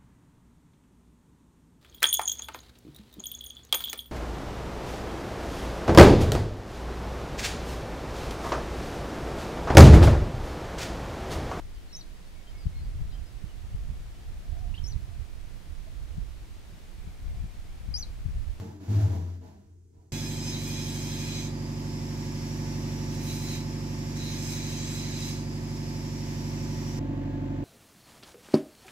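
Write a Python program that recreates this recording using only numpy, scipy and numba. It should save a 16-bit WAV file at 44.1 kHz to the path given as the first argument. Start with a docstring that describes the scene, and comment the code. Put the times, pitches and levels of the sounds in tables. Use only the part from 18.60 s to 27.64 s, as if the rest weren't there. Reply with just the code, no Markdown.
"""Work inside a steel hull.

A slung tank bumps the steelwork of a quiet bay, and its faces and panels boom in their own modes.
Abruptly a four-cylinder generator drones through the plating in harmonics of its cycle, while an
angle grinder whines and bites steel three times, slowing under load. Near the end the grinder cuts
off, the engine is heard from a second place, where other harmonics are loud, and something squeaks."""
import sys
import numpy as np
from scipy import signal
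from scipy.fft import rfft, irfft, next_fast_len
from scipy.io import wavfile
from scipy.ndimage import uniform_filter1d
from numba import njit

SR = 44100
rng = np.random.default_rng(int(sys.argv[2]) if len(sys.argv) > 2 else 0)


def master(y):
    """Save y as 16-bit WAV."""
    cut = np.clip(np.atleast_2d(y).T, -1, 1)
    pcm = np.round(cut * 32767)  # scale
    wavfile.write(sys.argv[1], SR, pcm.astype(np.int16))


N = 398663
TIME = np.arange(N) / SR
ENGINE_S, MOVE_S = 1.520, 8.392  # the machines come in; the listener changes place

def undb(db):
    """Amplitude ratio of a level in dB."""
    return 10 ** (np.asarray(db) / 20)

def unit(x):
    """Normalisation to rms 1."""
    return x / np.sqrt(np.mean(x ** 2))

def curves(table):
    """Linear interpolation of each column over the times in the first."""
    times, *columns = np.transpose(table)
    return [np.interp(TIME, times, c) for c in columns]

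def gate(start, end, fade_s=0.00046):
    """Trapezoidal window: 1 between two moments, 0 outside."""
    return np.clip(np.minimum(TIME - start, end - TIME) / fade_s, 0, 1)

def wander(rate_hz):
    """Random modulation: held values, smoothed twice to a spread near 1."""
    hold = int(SR / rate_hz)
    steps = np.repeat(rng.standard_normal(N // hold + 1), hold)
    return 1.42 * uniform_filter1d(uniform_filter1d(steps, hold), hold)[:N]

# Stereo balance. Each row: frequency in Hz, left minus right level in dB.
BALANCE = [(60, -11), (110, 1), (200, -1.5), (380, 0.5), (700, -2.5), (1290, -2.5), (2380, 0), (4400, -2.5),
           (8120, -2), (15000, 2.5)]
COHERENT_HZ, QUADRATURE_SHARE = 445, .33  # the share is common treble, a quarter cycle apart

def noise(hz=(20, 20000), db=(0, 0)):
    """Partly coherent stereo noise, in dB per Hz: alike in the bass, little related in the treble."""
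    size = next_fast_len(N)
    freq = np.fft.rfftfreq(size, 1 / SR) + 1
    mid, side = rfft(rng.standard_normal((2, size)))
    side = np.sqrt(1 - QUADRATURE_SHARE ** 2) * side - 1j * QUADRATURE_SHARE * mid
    apart = 1 / np.sqrt(1 + (COHERENT_HZ / freq) ** 4)
    balance_hz, balance_db = np.transpose(BALANCE)
    lean = undb(np.interp(np.log(freq), np.log(balance_hz), balance_db) / 2)
    gain = undb(np.interp(np.log(freq), np.log(hz), db)) * np.sqrt(SR / 2 / (1 + apart ** 2))
    channels = np.array([(mid + apart * side) * lean, (mid - apart * side) / lean])
    return irfft(gain * channels, size)[:, :N]

def coloured(spectrum):
    """Spectral shaping of noise, at rms 1."""
    return unit(noise(*np.transpose(spectrum)))

@njit
def resonator(x, hz, width_hz):
    """Second-order resonance with gain 1 at its moving centre (state-variable filter)."""
    y, band_state, low_state = np.empty(len(x)), 0., 0.
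    for i in range(len(x)):
        g, damping = np.tan(np.pi * hz[i] / SR), width_hz / hz[i]
        band = (band_state + g * (x[i] - low_state)) / (1 + g * (g + damping))
        band_state, low_state = 2 * band - band_state, low_state + 2 * g * band
        y[i] = damping * band
    return y

def ring(modes, flicker_db, rate_hz):
    """Forced vibration: noise drives modes that each swell and fade on their own; rms 1."""
    out, drive = 0, noise()
    for hz, width, db in modes:
        centre, stage_width = hz * (1 + 0.0012 * wander(4)), 1.4 * width
        band = [resonator(resonator(c, centre, stage_width), centre, stage_width) for c in drive]
        out = out + undb(db + flicker_db * wander(rate_hz)) * unit(np.array(band))
    return unit(out)

# Background of the bay. Each row: frequency in Hz, relative spectral density in dB.
BAY_SPECTRUM = [(15, -53), (25, -22), (96, -6.5), (141, -21), (449, -23), (557, -54), (621, -46),
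                (3690, -57), (6500, -44.5), (15800, -63)]

def bay(level_db=-58.5):
    """Ambient noise, mostly bass, until the machines come in."""
    return undb(level_db) * coloured(BAY_SPECTRUM) * gate(-1, ENGINE_S)

# Course of the squeak. Each row: time in seconds, frequency in Hz, level in dB.
SQUEAK_GLIDE = [(8.64, 1540, -84), (8.70, 1640, -66), (8.76, 1680, -58), (8.81, 1690, -81)]

def squeak():
    """A faint pure tone glides upward; its phase is the integral of its frequency."""
    hz, db = curves(SQUEAK_GLIDE)
    tone = np.sqrt(2) * np.cos(2 * np.pi * np.cumsum(hz) / SR)
    return undb(db) * tone * gate(SQUEAK_GLIDE[0][0], SQUEAK_GLIDE[-1][0])

# The tank touches the steelwork. Each row: start and length in seconds, then the drive in dB
# of low face, upper face, side panels, hollow and scuffing hiss.
TANK_TOUCHES = [(-0.05, 0.054, -31.5, -35, -39.5, -46, -51.5), (0.077, 0.026, -49, -41, -64, -53, -82),
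                (0.197, 0.064, -53, -57, -50, -55, -58), (0.276, 0.18, -24.5, -21.5, -36.5, -47, -50),
                (0.493, .07, -37, -58, -42, -47, -59.5), (0.804, 0.054, -50, -75, -52, -52.5, -64),
                (1.098, .05, -34, -80, -75, -96, -100), (1.322, 0.092, -55, -78, -64, -68, -79)]

def touch_envelope(part, rise_s, t60_s):
    """A damped resonator builds up while it is driven and decays exponentially afterwards."""
    out = 0
    for start, length, *levels_db in TANK_TOUCHES:
        since = TIME - start
        build_up = 1 - np.exp(-np.clip(since, 0, length) / rise_s)
        decay_db = 60 * np.maximum(since - length, 0) / t60_s
        out = out + undb(levels_db[part] - decay_db) * build_up
    return out

# Pitch of the two big faces. Each row: time in seconds, low face in Hz, upper face in Hz.
FACE_PITCH = [(0, 88.4, 103), (.46, 91.3, 104.3), (.56, 88.8, 106.4), (1.5, 87.5, 103)]
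# Modes of the side panels and the hollow. Each row: frequency in Hz, width in Hz, relative level in dB.
PANEL_MODES = [(162, 22, -2), (202, 30, -1), (254, 23, -2), (301, 19, 0), (332, 21, -6),
               (388.5, 7.1, -13.5)]
HOLLOW_MODES = [(454, 10.5, -2.5), (518, 67, -7), (648, 79, -0.5), (772, 38, -6.5), (860, 36, -7),
                (974, 40, -6.5)]
# Scuffing hiss. Each row: frequency in Hz, relative spectral density in dB.
SCUFF_SPECTRUM = [(650, -8.5), (1100, -4), (1550, -4), (2540, -9.5), (2810, -9.5), (3110, -10.5),
                  (6860, -11), (8770, -22), (12000, -19), (15800, -24)]

def tank(in_phase_s=.373):
    """Modal vibration: two faces boom and beat together, over panels, hollow and a scuffing hiss."""
    turns = np.cumsum(curves(FACE_PITCH), axis=1) / SR
    low, upper = np.sqrt(2) * np.cos(2 * np.pi * (turns - turns[:, [int(in_phase_s * SR)]]))
    muffle = undb(np.interp(TIME, (.72, .92), (0, -12)))  # the low face is muffled and stays so
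    low = low * touch_envelope(0, rise_s=.17, t60_s=1.88) * muffle
    upper = upper * touch_envelope(1, rise_s=.032, t60_s=.32)
    booms = low * undb([[1.6], [-1.6]]) + upper * undb([[.4], [-.4]])  # both lean left
    panels = touch_envelope(2, rise_s=.012, t60_s=.82) * ring(PANEL_MODES, 2.6, rate_hz=11.27)
    hollow = touch_envelope(3, rise_s=.04, t60_s=.66) * ring(HOLLOW_MODES, 1.9, rate_hz=14.7)
    hiss = undb(0.64 * wander(29.7)) * coloured(SCUFF_SPECTRUM)
    scuff = touch_envelope(4, rise_s=.034, t60_s=.9) * hiss
    return (booms + panels + hollow + scuff) * gate(-1, ENGINE_S)

CYCLE_HZ, CYCLE_SAMPLES = 12.186, 4096

def engine_cycle(order, levels_db, crank_turns, scatter_turns, dispersion=.8 / 60):
    """Fourier synthesis of one cycle: the plating disperses the knock and the hull scatters its phases."""
    chance = rng.standard_normal(len(order))
    knock_turns = -0.33 + crank_turns * order - dispersion * order ** 2
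    knock_turns += scatter_turns * chance * (order % 4 > 0)  # spares the firing orders
    phase = 2 * np.pi * np.where(order < 40, knock_turns, chance)
    # In radians; it grows once the wavelength nears the size of the bay.
    left_lag = 0.074 + np.clip(0.036 * (order - 20), 0, 1.6)
    spectrum = np.zeros((2, CYCLE_SAMPLES // 2 + 1), complex)
    spectrum[:, order] = undb(levels_db) * np.exp(1j * (phase + np.outer([-.5, .5], left_lag)))
    return irfft(spectrum) * CYCLE_SAMPLES / np.sqrt(2)

# Prominent harmonics. Each row: multiple of the cycle rate, left and right level in dB at the
# first place, then at the second.
STRONG_ORDERS = [(4, -44, -42, -42, -41), (6, -62, -59, -63, -63), (8, -41, -39, -39, -38),
                 (9, -54, -49, -53, -47), (10, -48, -47, -46, -44), (12, -40, -36, -42, -38),
                 (13, -48, -46, -45, -47), (14, -52, -54, -59, -54), (15, -56, -53, -57, -54),
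                 (16, -52, -62, -76, -51), (17, -64, -55, -56, -52), (18, -60, -56, -58, -55),
                 (19, -41, -41, -46, -48), (20, -53, -53, -51, -48), (21, -54, -68, -50, -45),
                 (22, -55, -51, -46, -45), (23, -49, -46, -40, -38), (25, -57, -51, -46, -46),
                 (26, -56, -50, -60, -58), (27, -55, -65, -49, -50), (28, -55, -53, -49, -52),
                 (30, -48, -50, -48, -70), (43, -73, -65, -68, -61), (44, -59, -60, -68, -63),
                 (45, -65, -62, -58, -56), (46, -75, -66, -63, -56), (48, -70, -80, -69, -55),
                 (53, -75, -62, -69, -84), (56, -70, -69, -65, -61), (57, -83, -64, -65, -61),
                 (58, -66, -65, -68, -77), (60, -74, -64, -60, -58), (66, -67, -69, -73, -71),
                 (72, -54, -57, -52, -55), (80, -64, -59, -62, -70), (89, -71, -70, -70, -70)]
# Trend of the other harmonics. Each row: frequency in Hz, level in dB at each of the two places.
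WEAK_ORDER_TREND = [(60.3, -73, -66), (135, -70, -57), (300, -64, -55), (425, -73.5, -74),
                    (664, -75.5, -68), (1010, -83, -81.5), (1200, -83, -85)]
# Rumble and clatter. Each row: frequency in Hz, density in dB per Hz at each of the two places.
RUMBLE_SPECTRA = [(30, -88, -77), (60.7, -93, -78), (110, -79.5, -77), (270, -78.5, -74), (364, -77, -73.5),
                  (567, -85, -94), (780, -83.5, -100), (940, -80.5, -89), (1066, -82.5, -84),
                  (1324, -87.5, -92), (1640, -92.5, -86.5), (2320, -90, -91), (4530, -110, -101),
                  (7400, -114, -104), (8400, -124, -117), (15600, -124, -113)]
# The drone sounds about 1 dB louder at times, mostly between grinder bites.
# Each row: time in seconds, gain in dB added to the levels above.
DRONE_GAIN = [(1.52, 0.), (3.85, 0.), (4.05, 1.4), (4.6, 1.2), (4.9, 0.5), (6.0, 0), (7.6, 0), (8.1, 1.5),
              (8.42, 1), (9.04, 0.5)]

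def generator(weak_spread_db=4):
    """Periodic excitation: a governed engine sounds harmonics, over rumble throbbing with the firings."""
    order = np.arange(4, 99)
    weak_hz, *weak_db = np.transpose(WEAK_ORDER_TREND)
    trend_db = [np.interp(np.log(order * CYCLE_HZ), np.log(weak_hz), c) for c in weak_db]
    db = np.repeat(trend_db, 2, axis=0) + weak_spread_db * rng.standard_normal((4, len(order)))
    strong, *strong_db = np.transpose(STRONG_ORDERS)
    db[:, strong - order[0]] = strong_db
    turns = CYCLE_HZ * TIME + 0.0011 * wander(0.753)
    throb = 1 + 0.1 * np.cos(2 * np.pi * 4 * turns)  # four firings a cycle
    rumble_hz, *rumble_db = np.transpose(RUMBLE_SPECTRA)
    grid = np.arange(CYCLE_SAMPLES) / CYCLE_SAMPLES
    crank_turns, scatter_turns = (.57, .74), (.1, .24)  # at each place
    out = 0
    for place, span in enumerate([(ENGINE_S, MOVE_S), (MOVE_S - .002, np.inf)]):
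        cycle = engine_cycle(order, db[2 * place:2 * place + 2], crank_turns[place], scatter_turns[place])
        drone = np.array([np.interp(turns % 1, grid, c, period=1) for c in cycle])
        rumble = noise(rumble_hz, rumble_db[place]) * throb
        out = out + (drone + rumble) * gate(*span)
    return out * undb(curves(DRONE_GAIN)[0])

@njit
def repeat_each_turn(x, turn_samples, share):
    """Comb filtering: a share of the sound returns one turn later, at constant noise power."""
    y = np.zeros(len(x))
    for i in range(1000, len(x)):
        lag = int(turn_samples[i])
        past = y[i - lag] + (turn_samples[i] - lag) * (y[i - lag - 1] - y[i - lag])
        y[i] = np.sqrt(1 - share[i] ** 2) * x[i] + share[i] * past
    return y

# Air rushing through the grinder's fan. Each row: frequency in Hz, relative spectral density in dB.
FAN_SPECTRUM = [(760, -27), (1300, -27.5), (1470, -7), (1620, 0), (2080, 1), (3400, -4), (4420, -3),
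                (5010, 2.5), (5510, -1.5), (7380, -2.5), (8910, -17), (11600, -11), (15800, -24)]
FREE_WHINE_HZ, FAN_BLADES, FAN_DB, SAG_DB_PER_KHZ = 5680, 30, -47.5, 4.0

def fan(sag_hz):
    """Air noise with a whine at the blade-passing frequency; a slower fan is lower and quieter."""
    whine_hz = FREE_WHINE_HZ - sag_hz
    air, white = coloured(FAN_SPECTRUM), noise()
    for multiple, width_hz, db in ((1, 300., -5.5), (2.08, 1800., -20.5)):
        whine = np.array([resonator(c, multiple * whine_hz, width_hz) for c in white])
        air = air + undb(db) * unit(whine)
    air = np.array([repeat_each_turn(c, SR * FAN_BLADES / whine_hz, np.full(N, 0.32)) for c in air])
    return undb(FAN_DB - SAG_DB_PER_KHZ * sag_hz / 1000 + 0.28 * wander(19)) * air

# Modes of disc and beam in low, middle and high groups. Each row: frequency in Hz, width in Hz,
# level within the group in dB.
STEEL_MODES = [
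    [(1668, 31, -8), (2210, 120, -7), (2439, 55, -1.5), (3156, 67, -1), (3400, 140, 0)],
    [(3775, 75, 1.5), (3957, 127, 10.5), (4124, 49, 5)],
    [(5095, 28, -4.5), (5145, 59, -0.5), (5280, 24, -7), (5230, 50, -5), (6204, 104, 1), (6340, 120, -4.5),
     (7560, 500, -1)],
]
# Scrape and sizzle of the grit. Each row: frequency in Hz, relative spectral density in dB.
SCRAPE_SPECTRUM = [(760, -24), (1300, -10.5), (2370, 1.5), (3580, -11), (3900, 0), (4460, -3), (5190, -4),
                   (5750, -2.5), (6220, 3.5), (8600, -18.5), (11200, -41), (18900, -120)]
SIZZLE_SPECTRUM = [(4880, -27), (8300, -3.5), (9120, -1), (9480, -6.5), (10200, -1), (11300, -5.5),
                   (12000, 1.5), (12800, -8), (15100, -5.5), (15800, -13.5)]
# The hand on the grinder. Each row: time in seconds, gain of the cut in dB, tilt from the middle
# modes to the high ones in dB, extra sizzle in dB.
HAND_PRESSURE = [(1.52, -42.5, 2.5, 0.5), (1.75, -46, 0.5, 2), (1.90, -42.5, 6, -2.5),
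                 (1.95, -43, -3.5, -2), (2.04, -45.5, 3.5, 4.5), (2.14, -42.5, 1.5, -0.5),
                 (2.35, -45, 2.5, 2), (2.68, -43, -0.5, -0.5), (2.77, -42, -2, -4), (2.86, -45.5, 2, -1),
                 (2.91, -56, -1, -3), (4.5, -56, 1, 0), (4.55, -51, 2, 2), (4.59, -53, -1, -2),
                 (4.63, -50.5, 0, 6), (4.70, -42.5, -0.5, 1), (4.80, -46, 1.5, 2), (4.95, -41, -3, -3),
                 (5.05, -57, -5, -3), (5.54, -60, 0, 0), (5.57, -46.5, -1, 0), (5.70, -43, -5.5, -0.5),
                 (5.85, -44, 4, 2), (5.93, -41.5, 1.5, 4), (6.02, -42.5, 0, -3), (6.11, -42.5, -2, 2),
                 (6.23, -42.5, 1, -3), (6.37, -42.5, 0, 3), (6.52, -43.5, -3, -4), (6.65, -41, 0, 1.5),
                 (6.70, -41.5, 0.5, 2), (6.86, -58, 2, -2)]

def abrasion(low_db, middle_db, high_db, sizzle_db):
    """Friction noise: grit scrapes and sizzles on the steel and drives the modes of disc and beam."""
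    low, middle, high = (ring(modes, flicker_db=1.35, rate_hz=14) for modes in STEEL_MODES)
    cut_db, tilt_db, extra_db = curves(HAND_PRESSURE)
    scrape = undb(-1.5) * coloured(SCRAPE_SPECTRUM)
    sizzle = undb(sizzle_db + extra_db + wander(120)) * coloured(SIZZLE_SPECTRUM)
    rings = undb(low_db) * low + undb(middle_db - tilt_db) * middle + undb(high_db + tilt_db) * high
    return undb(cut_db) * (scrape + sizzle + rings)

# The disc bites steel. Each row: start and end in seconds, full sag of the whine in Hz, disc turns
# per second, share repeated each turn, then relative dB of low, middle and high modes and sizzle.
DISC_BITES = [(1.0, 2.92, 960, 117, 0.54, -6.5, -4.5, -2.5, -8.5),
              (4.502, 5.052, 600, 136, 0.3, -14, -6.5, -6, -7.5),
              (5.55, 6.863, 860, 140, 0.37, -11.5, -6.5, -3.5, -11)]

def grinder(motor_lag_s=0.42):
    """First-order lag: the motor slows under each bite and recovers; rotation modulates the cut."""
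    starts, ends, *columns = np.transpose(DISC_BITES)
    contact = sum(gate(start, end, fade_s=0.0093) for start, end in zip(starts, ends))
    latest_bite = np.clip(np.searchsorted(starts, TIME) - 1, 0, None)
    load_hz, disc_hz, share, *levels_db = (c[latest_bite] for c in columns)
    step = 1 / (motor_lag_s * SR)
    air = fan(sag_hz=signal.lfilter([step], [1, step - 1], load_hz * contact))
    cut = abrasion(*levels_db) * contact
    disc_hz = disc_hz * (1 + 0.0026 * wander(5))
    wobble = 1 + 0.065 * np.cos(2 * np.pi * np.cumsum(disc_hz) / SR)  # the disc runs out of true
    bites = np.array([repeat_each_turn(c, SR / disc_hz, share) for c in cut * wobble])
    return (air + bites) * gate(ENGINE_S, MOVE_S)

def scene():
    """Superposition: the tank in the quiet bay, then generator and grinder, and a last squeak."""
    return tank() + bay() + generator() + grinder() + squeak()

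def record(dry, cutoff_hz=15750):
    """Band limiting: a steep elliptic low-pass removes the highest treble."""
    return signal.sosfilt(signal.ellip(14, .3, 80, cutoff_hz, fs=SR, output="sos"), dry)

dry = scene()
out = record(dry)
master(out)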